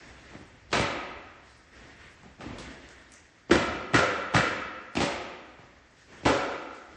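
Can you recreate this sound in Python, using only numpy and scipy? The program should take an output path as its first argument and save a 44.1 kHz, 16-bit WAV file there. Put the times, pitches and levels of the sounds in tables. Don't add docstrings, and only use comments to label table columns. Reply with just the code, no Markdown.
import sys
import numpy as np
from scipy import signal
from scipy.io import wavfile

SR = 44100
rng = np.random.default_rng(int(sys.argv[2]) if len(sys.argv) > 2 else 0)


def field_ratio(decibels):
    return 10 ** (np.asarray(decibels, dtype=float) / 20)


def to_wav(s):
    ch = np.atleast_2d(s).T
    pcm = np.round(np.clip(ch, -1, 1) * 32767)
    wavfile.write(sys.argv[1], SR, pcm.astype(np.int16))


N = 307267
SPOTS = 15


def rms_one(x):
    return x / np.sqrt(np.mean(x ** 2) + 1e-20)


def at_hz(points, hz):
    points = np.array(points)
    return np.interp(np.log(hz), np.log(points[:, 0]), points[:, 1])


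def add(track, at, sound):
    i = round(at * SR)
    track[i:i + len(sound)] += sound


def third_octaves(white):
    edges = 22 * 2 ** (np.arange(29) / 3)
    for k, (low, high) in enumerate(zip(edges, edges[1:])):
        band_filter = signal.butter(2, [low, high], "band", fs=SR, output="sos")
        yield np.sqrt(low * high), signal.sosfilt(band_filter, white[k % 2])


def resonate(x, modes):
    out = 0
    for k, (hz, width_hz, level_db) in enumerate(modes):
        r = np.exp(-np.pi * width_hz / SR)
        b = np.array([1, 0, -1]) * (1 - r * r) / 2
        a = [1, -2 * r * np.cos(2 * np.pi * hz / SR), r * r]
        out = out + (-1) ** k * field_ratio(level_db) * signal.lfilter(b, a, x + 1e-18)
    return out


def drift(rate_hz):
    r = np.exp(-80 * np.pi * rate_hz / SR)
    noise = rng.standard_normal(N // 40 + 2002)
    slow = signal.lfilter([1], [1, -2 * r, r * r], noise)[2000:]
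    return np.interp(np.arange(N) / 40, np.arange(len(slow)), rms_one(slow))


def bustle():
    # time in #
    # seconds, level in dB.
    rumble_curve = [
        (0.0, -62),
        (0.99, -53),
        (1.45, -62),
        (2.48, -58),
        (3.18, -66),
        (3.59, -65.5),
        (6.96, -64.5),
    ]
    # level in dB of dragging, whine and hiss.
    idle_db = [-64.5, -63, -68.5]
    # start in seconds, length in seconds, whine in dB, weight in dB, grit in dB.
    shuffles = [(-.1, 0.43, -54.5, -1.5, -7), (1.412, 0.16, -65, -15, -1), (1.698, 0.21, -55, -0.5, -7.5),
                (1.956, 0.11, -53.5, -7, -8), (2.378, 0.22, -52, 7, -8), (2.6, 0.11, -52, -14, -10.5),
                (2.773, 0.17, -55.5, -5, -9), (3.067, 0.06, -58.5, -5.5, -17),
                (5.562, 0.049, -77, 12.5, -7), (5.938, .08, -74, -5, 8.5), (6.063, 0.33, -55, 1, -6.5),
                (6.438, 0.086, -64.5, -2, 4), (6.666, 0.08, -69.5, -5, 6.5), (6.87, .15, -67, 10.5, -0.5)]
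    swell_s, fade_db_per_s, rumble_below_drag_db = 0.059, 47.5, -5.5
    t = np.arange(N) / SR
    rumble_db = np.interp(t, *np.transpose(rumble_curve))
    power = field_ratio(np.array([rumble_db] + [np.full(N, db) for db in idle_db])) ** 2
    for s, length_s, whine_db, weight_db, grit_db in shuffles:
        swell = np.clip((t - s) / swell_s, 0, 1)
        shape = swell * field_ratio(-fade_db_per_s * np.maximum(t - s - length_s, 0))
        levels_db = whine_db + np.array([weight_db + rumble_below_drag_db, weight_db, 0, grit_db])
        power = power + (field_ratio(levels_db)[:, None] * shape) ** 2
    return np.sqrt(power)


def workshop():
    # pitch in Hz, level in dB per Hz.
    rumble = [(25, -8.5), (40, -12), (60, 4), (90, -3.5), (140, -8.5), (250, -46.5)]
    drag = [(80, -16.5), (150, -5.5), (260, 2.5), (400, -2.5), (650, -4.5), (1000, -12.5), (1500, -58)]
    whine = [(700, -27.5), (1100, -2.5), (1400, -1.5), (1850, 3), (2300, -5.5), (2900, -2.5), (4000, -36.5)]
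    hiss = [(2000, -49.5), (3000, -3), (4500, 2), (6500, -2), (8000, -5), (10000, -4.5), (14000, -14)]
    # pitch in Hz, width in Hz, level in dB.
    whine_peaks = [(1770, 71, -16), (1850, 110, 8.5)]
    layers, together = np.zeros((4, N)), drift(3.3)
    for hz, band in third_octaves(rng.standard_normal((2, N))):
        band = band * field_ratio(0.6 * together + 1.4 * drift(9))
        for layer, colour in zip(layers, [rumble, drag, whine, hiss]):
            layer += field_ratio(at_hz([(10, -90), *colour, (20000, -90)], hz)) * band
    layers[2] += resonate(layers[2], whine_peaks)
    return sum(gain * rms_one(layer) for gain, layer in zip(bustle(), layers))


def blows():
    stamps = [
        (.731, -26.5, -16.5, -16, -23.5),
        (3.512, -9.5, -13, -15.5, -18.5),
        (3.9451, -14, -16, -15, -19),
        (4.3475, -14, -15.5, -14.5, -20),
        (4.9687, -18.5, -21, -26, -31),
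        (6.260, -17, -12.5, -20, -23.5),
    ]
    # thump, panel, frame and crack in dB against the stamp.
    edge_db = [-17, -9, -2, -5.5]
    # time in seconds, peak in dB, hardness in dB.
    touches = [
        (0.717, -43.5, 9),
        (3.496, -29, -22.5),
        (3.935, -20.5, -16),
        (4.338, -25.5, -7.5),
        (4.953, -29.5, 1.5),
        (6.233, -37, -14),
    ]
    # time in seconds, panel peak in dB, weight in dB, hardness in dB.
    knocks = [(0.335, -44, -3, -8), (0.35, -42.5, 7.5, -9), (0.408, -60.5, 19.5, -24), (0.707, -47, -4, -1),
              (.752, -16.5, -11, -9.5), (.795, -22, 2, -4.5), (2.233, -45.5, 0, -11),
              (2.255, -52.5, 12, -17), (2.396, -45.5, 5, -12), (2.407, -34.5, -18.5, -6.5),
              (2.459, -53.5, 23, 5), (2.529, -44, -3, -25), (2.585, -49.5, 6, 15.5),
              (5.004, -19, -10, -5.5), (5.015, -23.5, -13, -3), (5.028, -32, 8.5, 1),
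              (5.587, -48.5, 4.5, -6), (6.253, -19.5, -1, -7.5), (6.285, -21, -13, -10.5),
              (6.33, -24, -13, -9)]
    edge_lead_s, touch_weight_db = 0.003, 1
    frame_feels = 0.27
    rows = [(s, np.array(parts_db)) for s, *parts_db in stamps]
    rows += [(s - edge_lead_s, parts_db + edge_db) for s, parts_db in rows]
    light = [(s, peak_db, touch_weight_db, hard_db) for s, peak_db, hard_db in touches]
    for s, peak_db, weight_db, hard_db in light + list(knocks):
        rows.append((s, peak_db + np.array([weight_db, 0, frame_feels * hard_db, hard_db])))
    return rows


def rattle(length_s):
    t = np.arange(int(0.04 * SR)) / SR
    hits = rng.random(len(t)) < 0.15
    spray = rng.standard_normal(len(t)) * hits * np.exp(-t / length_s)
    spray[0] = 1.0
    return spray


def strike(direct, path, at, peak_db, modes, length_s, soft_hz, reach_db):
    knocks = np.pad(rattle(length_s), (0, 3000))
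    one_knock = np.arange(len(knocks)) == 0
    soft = signal.butter(2, soft_hz, fs=SR)
    sound = resonate(signal.lfilter(*soft, knocks), modes)
    colour = resonate(signal.lfilter(*soft, one_knock), modes)
    sound = field_ratio(peak_db) * sound / np.abs(sound).max()
    add(direct, at, sound)
    add(path, at, field_ratio(reach_db) * rms_one(colour) * np.std(sound))


def contacts():
    # pitch in Hz, width in Hz, level in dB.
    thump = [(63, 15, -9), (103, 52.5, -1), (189.6, 217, 1), (292, 246, -1.5)]
    panel = [(356, 140, -5), (515, 6.9, 2), (554.3, 14, 0.5), (824, 228, -6.5)]
    frame = [(860, 810, -11.5), (1255, 112, 0.5), (1500, 76, -4), (1800, 413, -4.5), (2320, 814, -9)]
    crack = [(2823, 720, 10.5), (3930, 4750, 7.5), (5560, 1500, 9.5), (9240, 2900, -14.5)]
    rattle_s = [0.0072, 0.0025, 0.001, 0.0044]
    soft_hz = [500, 1500, 5000, 15000]
    part_reach_db = [-10, -1.5, 0, -0.5]
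    # time in seconds, peak in dB.
    rail_rings = [
        (3.515, -17),
        (3.95, -16),
        (4.356, -16),
        (6.27, -19.5),
    ]
    rib_rings = [
        (3.53, -19),
        (3.99, -16),
        (4.38, -24),
        (6.28, -19.5),
    ]
    # time in seconds, peak in dB, pitch in Hz.
    clacks = [(0.7299, -19, 3860), (0.734, -17.5, 2470), (2.419, -44, 2980), (2.584, -47, 3400),
              (3.513, -14.5, 1650), (3.9432, -15, 1860), (3.962, -14, 1620), (3.138, -41, 6170),
              (4.365, -13, 1800), (4.377, -25.5, 1850), (4.968, -31.5, 5100), (4.971, -19.5, 2380),
              (6.266, -36, 3400)]
    # time in seconds, peak in dB, pitch in Hz.
    ticks = [
        (2.232, -47, 8100),
        (2.587, -36.5, 9800),
        (2.63, -46, 7630),
        (2.889, -41.5, 5030),
        (3.12, -36.5, 6900),
        (3.9345, -35, 9900),
        (6.749, -46, 6470),
    ]
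    ring_reach_db, clack_reach_db = 2, -5
    direct, spread = np.zeros(N), np.zeros((SPOTS, N))
    for k, (s, parts_db) in enumerate(blows()):
        for part, modes in enumerate([thump, panel, frame, crack]):
            path = spread[(4 * k + part) % 12]
            strike(direct, path, s, parts_db[part], modes, rattle_s[part], soft_hz[part], part_reach_db[part])
    # time, peak dB, pitch Hz, width Hz, reach dB; clacks and ticks widen with their pitch
    singles = [(s, db, 1361, 104, ring_reach_db) for s, db in rail_rings]
    singles += [(s, db, 508.6, 44, ring_reach_db) for s, db in rib_rings]
    singles += [(s, db, hz, 0.16 * hz, clack_reach_db) for s, db, hz in clacks]
    singles += [(s, db, hz, 0.56 * hz, clack_reach_db) for s, db, hz in ticks]
    for k, (s, peak_db, hz, width_hz, reach_db) in enumerate(singles):
        path = spread[12 + k % 3]
        strike(direct, path, s, peak_db, [(hz, width_hz, 0)], 0.0026, soft_hz[-1], reach_db)
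    return direct, spread


def hall(direct, spread):
    # pitch in Hz, time in seconds.
    hall_t60 = [(50, 1.12), (120, 0.66), (250, 1.4), (500, 1.155), (1300, 1.49), (2500, 1.293), (5000, 0.8),
                (8000, 0.67)]
    # pitch in Hz, level in dB.
    hall_db = [(50, 5.5), (150, -6.5), (300, -4), (520, -4.5), (1300, -3.5), (3000, -1), (8000, 1),
               (14000, -1)]
    # delay in seconds, level in dB.
    echoes = [(0.0171, -9), (0.042, -7.5)]
    wet_db, build_s = 5, 0.0073
    t = np.arange(int(1.6 * SR)) / SR
    out = direct.copy()
    for lag_s, level_db in echoes:
        out += field_ratio(level_db) * np.roll(direct, round(lag_s * SR))
    for source in spread:
        tail = np.zeros(len(t))
        for hz, band in third_octaves(rng.standard_normal((2, len(t)))):
            tail += field_ratio(at_hz(hall_db, hz) - 60 * t / at_hz(hall_t60, hz)) * band
        tail = tail * (1 - np.exp(-t / build_s)) * (1 + 0.91 * np.exp(-t / 0.023))
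        out += field_ratio(wet_db) * signal.fftconvolve(source, tail / np.sqrt(np.sum(tail ** 2)))[:N]
    return out


def scene():
    return (hall(*contacts()) + workshop())[None]


def thin_treble(x):
    # pitch in Hz, level in dB against the whole sound.
    survives = [(6000, -64), (7500, -52), (8300, -39.5), (8900, -30.5), (10000, -27.5), (14000, -34)]
    follow, ragged_db = 0.78, 3.5
    left_db, fleck_db, fleck_share = -50, -16, 0.15
    smear_db, smear_hz = -17, 2200
    window = np.sin(np.pi * (np.arange(2048) + 0.5) / 2048)
    hz, _, frames = signal.stft(x, SR, window, nperseg=2048, noverlap=1024)
    power = np.abs(frames[:1024]) ** 2 * 1.6 + 1e-16
    whole = power.sum(axis=0)
    slices_db = 10 * np.log10(power.reshape(64, 16, -1).sum(axis=1))
    limit_db = at_hz([(10, -150), *survives], hz[8:1024:16])[:, None]
    need_db = limit_db + follow * 10 * np.log10(whole)
    kept = slices_db + ragged_db * rng.standard_normal(slices_db.shape) > need_db
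    flecks = (whole < field_ratio(2 * -48)) & (rng.random(slices_db.shape) < fleck_share)
    dropped = np.where(flecks, field_ratio(fleck_db), field_ratio(left_db))
    frames[:1024] *= np.repeat(np.where(kept, 1, dropped), 16, axis=0)
    grain = rng.standard_normal(frames.shape) + 1j * rng.standard_normal(frames.shape)
    frames *= 1 + field_ratio(smear_db) * np.clip(hz / smear_hz - 1, 0, 1)[:, None] * grain
    return signal.istft(frames, SR, window, nperseg=2048, noverlap=1024)[1][:N]


def roll_off(x):
    return signal.sosfilt(signal.butter(12, 14060, fs=SR, output="sos"), x)


def record(dry):
    mix = thin_treble(dry[0])[None]
    return roll_off(mix)


dry = scene()
out = record(dry)
to_wav(out)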